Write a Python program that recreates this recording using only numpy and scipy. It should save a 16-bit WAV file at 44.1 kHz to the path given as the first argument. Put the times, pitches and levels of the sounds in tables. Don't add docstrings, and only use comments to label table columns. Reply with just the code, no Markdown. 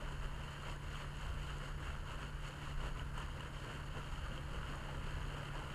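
import sys
import numpy as np
from scipy import signal
from scipy.fft import rfft, irfft
from scipy.io import wavfile
from scipy.ndimage import uniform_filter1d, map_coordinates

SR = 44100
rng = np.random.default_rng(int(sys.argv[2]) if len(sys.argv) > 2 else 0)


def unload_wav(signal):
    wavfile.write(
        sys.argv[1],
        SR,
        np.round(np.clip(np.atleast_2d(signal).T, -1, 1) * 32767).astype(np.int16),
    )


def ratio_of_db(decibels):
    return 10 ** (np.asarray(decibels, float) / 20)


N = 253134


def unit(x):
    return x / np.sqrt(np.mean(x ** 2) + 1e-20)


def curves(rows):
    s, *cols = np.transpose(rows)
    return [np.interp(np.arange(N) / SR, s, c) for c in cols]


def wobble(rate):
    knots = rng.standard_normal(400 + N // 100)
    return map_coordinates(knots, [np.arange(N) * min(rate, 400) / SR])


def coloured(x, spectrum):
    m = 2 ** 14
    f, db = np.transpose(spectrum)
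    log_f = np.log(np.fft.rfftfreq(m, 1 / SR) + 1)
    gain = ratio_of_db(np.interp(log_f, np.log(f + 1), db)) + 1e-6
    ceps = irfft(np.log(unit(gain)))
    ceps[1:m // 2] *= 2
    ceps[m // 2 + 1:] = 0
    return signal.fftconvolve(x, irfft(np.exp(rfft(ceps))))[:N]


def swells(events, lean, steady_db):
    s, length, db, character = np.transpose(events)[:, :, None]
    t = np.arange(0, N + 64, 64) / SR
    shape = np.exp(-8 * ((t - s) / np.maximum(length, .03)) ** 2)
    bells = ratio_of_db(db + lean * character) ** 2 * shape
    gain = np.sqrt(ratio_of_db(steady_db) ** 2 + bells.sum(0))
    return np.interp(np.arange(N) / SR, t, gain)


WHISTLE_HZ, STEP_HZ = 10645.3, 47.97
WHISTLE_COMB = [-103, -78, -87, -93.5, -98, -95.5, -103, -105, -104]
# [f/Hz], then their [level/dB rms]
STRAY_TONES_HZ = [299.6, 13186.8, 14433]
STRAY_LEVELS = [-75, -97.5, -109]


def electronics():
    tones = [(WHISTLE_HZ + (k - 1) * STEP_HZ, db) for k, db in enumerate(WHISTLE_COMB)]
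    tones += list(zip(STRAY_TONES_HZ, STRAY_LEVELS))
    t = np.arange(N) / SR
    return sum(np.sqrt(2) * ratio_of_db(db) * np.sin(2 * np.pi * (hz * t + rng.random())) for hz, db in tones)


# [t/s, firing tone f/Hz]
PUMP_SPEED = [(0, 143.4), (5.3, 143.2), (5.74, 142.2)]
# [eighths of the firing tone, level/dB rms]
SHAFT_ORDERS = [(2, -55.5), (4, -68.5), (6, -69), (7, -67), (8, -53), (10, -68), (12, -70)]


def pump():
    firing_hz, = curves(PUMP_SPEED)
    shaft = 2 * np.pi * np.cumsum(firing_hz + .25 * wobble(5)) / SR / 8
    drone = np.zeros(N)
    for order, db in SHAFT_ORDERS:
        breathing = ratio_of_db(db + 1.16 * wobble(10))
        drone += breathing * np.sin(round(order) * shaft + 2 * np.pi * rng.random())
    return np.sqrt(2) * drone


# [t/s, length/s, strength level/dB, roughness level/dB]
WIND_GUSTS = [(0.17, .61, 0, -4), (0.77, 0.36, -0.5, 6), (1.32, 0.46, 3, -3.5), (1.9, 0.36, 0, -3),
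              (2.25, 0.53, -5, -10), (2.75, 0.29, -1.5, -17), (3.1, 0.8, -1.5, 1), (3.65, .37, -11, -3.5),
              (4.15, 0.59, -2, 0), (4.62, 0.65, 0.5, 4.5), (5.13, 0.41, 3, 5), (5.55, .45, -4, 13)]
# [f/Hz, level/dB per Hz]
MOUNT_RUMBLE = [(8, -30.5), (15, 3), (22, 1), (28, 6.5), (36, 8), (45, -4), (55, 5.5), (63, -5), (75, -41),
                (200, -120)]
# [f/Hz, level/dB per Hz]
MOUNT_SHUDDER = [(20, -120), (50, -48), (64, -10), (72, -2), (78, -6.5), (85, -3.5), (94, -19), (110, -29),
                 (250, -120)]


def wind():
    rumble = unit(coloured(rng.standard_normal(N), MOUNT_RUMBLE))
    shudder = unit(coloured(rng.standard_normal(N), MOUNT_SHUDDER))
    buffet = ratio_of_db(-45.5) * swells(WIND_GUSTS, -0.4, steady_db=-9.0) * rumble
    return buffet + ratio_of_db(-54.5) * swells(WIND_GUSTS, 0.37, steady_db=-1.5) * shudder


def patchy(patchy_db):
    z = signal.stft(rng.standard_normal(N + 512), nperseg=512)[2]
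    field = uniform_filter1d(rng.standard_normal(z.shape), size=5, axis=0)
    field = uniform_filter1d(field, size=6, axis=1)
    return unit(signal.istft(z * ratio_of_db(patchy_db * unit(field)), nperseg=512)[1][:N])


def grains(mid_hz, octaves, cycles, spread_db, count, size):
    when, low, big = rng.random((count, 3)).T
    hz = (mid_hz * 2 ** (octaves * (2 * low - 1)))[:, None]
    turns = hz * np.arange(size) / SR
    ring = np.sin(2 * np.pi * turns * (1 + 0.16 * turns / cycles))
    ring *= np.exp(-3 * turns / cycles) * (1 - np.exp(-turns))
    strength = ratio_of_db(-spread_db * np.log(1 - .99 * big))[:, None]
    ring *= hz / mid_hz * strength
    at = (when * N).astype(int)[:, None] + np.arange(size)
    return unit(np.bincount(at.ravel(), ring.ravel(), N + size)[:N])


RING_CYCLES = 34


def pockets(events):
    out, t = np.zeros(N + 6000), np.arange(6000) / SR
    for s, db, hz in events:
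        ring = np.sin(2 * np.pi * hz * t * (.96 + 2.2 * t))
        envelope = ratio_of_db(db - 60 * t * hz / RING_CYCLES) * (1 - np.exp(-t / 0.0044))
        out[round(s * SR):][:6000] += envelope * ring
    return out[:N]


def burst(events, t60):
    shape, t = np.zeros(N + 2000), np.arange(2000) / SR
    for s, db in events:
        shape[round(s * SR):][:2000] += ratio_of_db(db - 60 * t / max(t60, .002)) * (1 - np.exp(-t / 0.00026))
    return shape[:N] * rng.standard_normal(N)


SLAP_T60_S, TICK_T60_S = 0.0093, 0.0086
# [t/s, peak level/dB, low part level/dB]
MUD_SLAPS = [(0.2217, -46, -8), (0.4923, -51, -11), (0.9548, -39, 3), (2.229, -35, 4), (2.84, -46, -1),
             (2.9941, -39, -2), (3.1774, -31, 1), (3.405, -32, -1), (3.6437, -28, -8), (3.9684, -46, -10),
             (4.1226, -38, -2), (4.1578, -33, -1), (4.3154, -40, -11), (4.3766, -37, 3), (5.025, -42, -8),
             (5.0833, -42, -2), (5.3778, -36, -11), (5.4297, -39, -12), (5.455, -36, -13), (5.485, -41, -7)]
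# [t/s, peak level/dB]
CLOSE_DROPS = [(0.12, -57), (0.624, -60), (0.6828, -66), (0.7622, -60), (1.1677, -59), (1.2136, -58),
               (1.5833, -55), (2.4868, -62), (3.1455, -60), (3.1797, -50), (3.2, -57), (3.4074, -53),
               (4.5406, -59), (4.7561, -55), (5.1078, -58), (5.229, -58)]
# [f/Hz, level/dB per Hz]
SPLASH_BAND = [(440, -30), (740, -7), (970, -1), (1190, -3), (1400, 0), (2450, -15), (3180, -37.5),
               (5390, -120)]
# [f/Hz, level/dB per Hz]
CASE_CAVITY = [(1410, -52), (2400, -8.5), (2820, 4), (2980, 2.5), (3190, 0.5), (3450, -21.5), (4480, -44.5),
               (7590, -120)]
# [f/Hz, level/dB per Hz]
FINE_SPRAY = [(2000, -31.5), (3400, 1.5), (3800, -3), (4380, 1.5), (5430, -8), (6040, -8.5), (6510, -2),
              (6790, 0.5), (7500, -6.5), (8230, -3.5), (9560, -11), (10200, -12.5), (10400, -12),
              (13500, -25), (22000, -120)]


def slaps():
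    s, db, low_db = np.transpose(MUD_SLAPS)
    low = burst(np.c_[s, db + low_db], SLAP_T60_S)
    middle = burst(np.c_[s, np.minimum(db, -38.5)], SLAP_T60_S)
    slugs = ratio_of_db(-8.0) * coloured(low, SPLASH_BAND)
    slugs += ratio_of_db(-2.0) * coloured(middle, CASE_CAVITY)
    slugs += ratio_of_db(-20.5) * coloured(middle, FINE_SPRAY)
    tick_band = [(4000, -44), (6500, 8), (9000, 3), (12000, -16), (15000, -36)]
    return slugs + ratio_of_db(5) * coloured(burst(CLOSE_DROPS, TICK_T60_S), tick_band)


# [t/s, length/s, strength level/dB, weight level/dB]
PIPE_SURGES = [(0.02, 0.43, -1, 0.5), (0.24, 0.054, 0.5, 2.5), (0.51, 0.4, -1.5, -2), (0.69, 0.11, 3.5, -2),
               (0.95, 0.23, -0.5, -6), (1.03, 0.1, 0.5, 2), (1.24, 0.21, 0.5, -3), (1.47, 0.23, -1, -6.5),
               (1.65, 0.13, 1.0, 0.0), (1.87, 0.16, 0.5, -1), (2.12, 0.14, 0, -3.5), (2.23, 0.13, 0.5, 0),
               (2.48, 0.16, 0.5, -5), (2.66, 0.21, -0.5, -2.5), (2.85, 0.12, 2.5, -0.5),
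               (3.0, 0.076, 1, 1.5), (3.21, 0.11, 3, -2), (3.39, 0.28, -2, 1), (3.61, 0.15, -5, -11),
               (3.71, 0.18, 2, 1.5), (3.97, 0.08, 2.5, 3.5), (4.15, 0.71, -3, -4), (4.35, 0.17, -4, 3.5),
               (4.55, 0.17, -0.5, 2), (4.71, 0.16, 1, -1), (4.89, 0.29, -0.5, 2), (5.14, 0.37, 0.5, 0.5),
               (5.4, 0.28, 0.5, 1.5), (5.6, 0.17, 1, 1), (5.72, 0.13, -0.5, 0.0)]
# [f/Hz, level/dB per Hz]
GURGLE_BAND = [(200, -27), (330, -0.5), (450, 1), (560, 0), (680, -5.5), (780, -14), (1000, -49.5),
               (1800, -120)]
# [f/Hz, level/dB per Hz]
SOIL_THUD = [(90, -32), (105, 2), (160, -4.5), (200, -8), (260, -8), (340, -11.5), (500, -32), (1200, -120)]
# [f/Hz, level/dB per Hz]
MIST_HISS = [(1500, -40), (3500, 0), (6000, -1), (9000, -5), (10500, -5), (11200, -3.5), (12000, -5.5),
             (13200, 0), (14300, -1.5), (15000, -2), (15300, -5)]
# [t/s, peak level/dB, pitch f/Hz]
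BIG_POCKETS = [(0.02, -35, 576), (1.628, -40, 508), (1.793, -45, 488), (2.491, -43, 483), (2.668, -49, 525),
               (3.017, -46, 436), (3.178, -39, 562), (3.64, -46, 413), (3.968, -37, 513),
               (4.308, -36.5, 522), (4.376, -40, 518), (4.477, -43, 554), (4.54, -40, 490),
               (4.59, -46, 540), (4.962, -42, 525), (5.076, -53, 547), (5.34, -39, 510), (5.541, -40, 645)]
# [t/s, peak level/dB, pitch f/Hz]
SMALL_POCKETS = [(0.108, -34, 1000), (0.631, -34, 1330), (0.68, -32, 1430), (0.847, -48, 1610),
                 (1.043, -34, 1310), (1.211, -43, 1360), (1.279, -46, 1500), (1.451, -35, 1400),
                 (1.498, -32, 1270), (2.093, -34, 1000), (2.226, -37, 1040), (2.671, -36, 1150),
                 (2.999, -34, 990), (3.179, -39, 1320), (3.972, -33, 1410), (4.0, -31, 1370),
                 (4.119, -34, 1330), (4.262, -31, 1240), (4.654, -43, 1250), (4.726, -45, 1170),
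                 (4.887, -36, 865), (5.616, -36, 880)]


def water():
    flutter = ratio_of_db(0.54 * wobble(25.06) + 0.17 * wobble(70) + 1.1 * wobble(250))
    drops = grains(4450, 1.35, 1.24, spread_db=2.5, count=12000, size=64)
    bubbles = grains(1000, 1.5, 9, spread_db=3, count=2500, size=900)
    jet = unit(flutter * (patchy(patchy_db=1.03) + 0.45 * drops))

    heavy = swells(PIPE_SURGES, 1.0, steady_db=-3.0)
    middling = swells(PIPE_SURGES, 0.17, steady_db=-2.0)
    lighter = swells(PIPE_SURGES, -0.4, steady_db=-5.9)
    light = swells(PIPE_SURGES, -0.48, steady_db=-2.0)

    gurgle = ratio_of_db(-60.5) * heavy * unit(coloured(jet + .12 * bubbles, GURGLE_BAND))
    splash = ratio_of_db(-54.5) * middling * unit(coloured(jet + 0.1 * bubbles, SPLASH_BAND))
    cavity = ratio_of_db(-60.5) * lighter * unit(coloured(jet, CASE_CAVITY))
    spray = ratio_of_db(-66) * light * unit(coloured(jet, FINE_SPRAY))
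    ground = ratio_of_db(-56.0) * heavy ** 0.73 * unit(coloured(patchy(patchy_db=-0.1), SOIL_THUD))
    mist = ratio_of_db(-77.5) * light ** 0.31 * unit(coloured(jet + 3.1 * rng.standard_normal(N), MIST_HISS))
    air = ratio_of_db(-3.0) * pockets(BIG_POCKETS) + ratio_of_db(-1.0) * pockets(SMALL_POCKETS)
    return gurgle + splash + cavity + spray + ground + mist + air + slaps()


def scene():
    return (water() + pump() + wind())[None]


# [f/Hz, half width f/Hz, depth 0-1]
CASE_NOTCHES = [(2420, 62, 0.45), (3430, 100, 0.07), (3600, 100, 0.31), (3990, 59, 0.2), (4720, 83, 0.15),
                (6230, 260, 0.3), (8600, 160, 0.34), (9300, 150, 0.5), (10640, 690, 0.08)]
# [f/Hz, chance 0-1]
BAND_DROPOUTS = [(12400, 0), (13000, .1), (14000, .25), (14800, .42), (15250, .75)]


def camera(x):
    hz, _, z = signal.stft(x, SR, nperseg=1024)
    case = np.ones(len(hz))
    for centre, half_width, depth in CASE_NOTCHES:
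        case *= 1 - np.clip(depth, 0, .9) / (1 + ((hz - centre) / half_width) ** 2)
    dice = rng.random((len(hz) // 4 + 1, z.shape[-1] // 3 + 1))
    dice = dice.repeat(4, 0).repeat(3, 1)[:len(hz), :z.shape[-1]]
    chance = np.interp(hz, *np.transpose(BAND_DROPOUTS))[:, None]
    kept = np.where(dice < chance, .03, 1)
    return signal.istft(z * case[:, None] * kept, SR, nperseg=1024)[1][:, :N]


def roll_off(x):
    return signal.sosfilt(signal.butter(12, 15260, fs=SR, output="sos"), x)


def record(dry):
    mix = camera(dry) + electronics()
    return roll_off(mix)


dry = scene()
out = record(dry)
unload_wav(out)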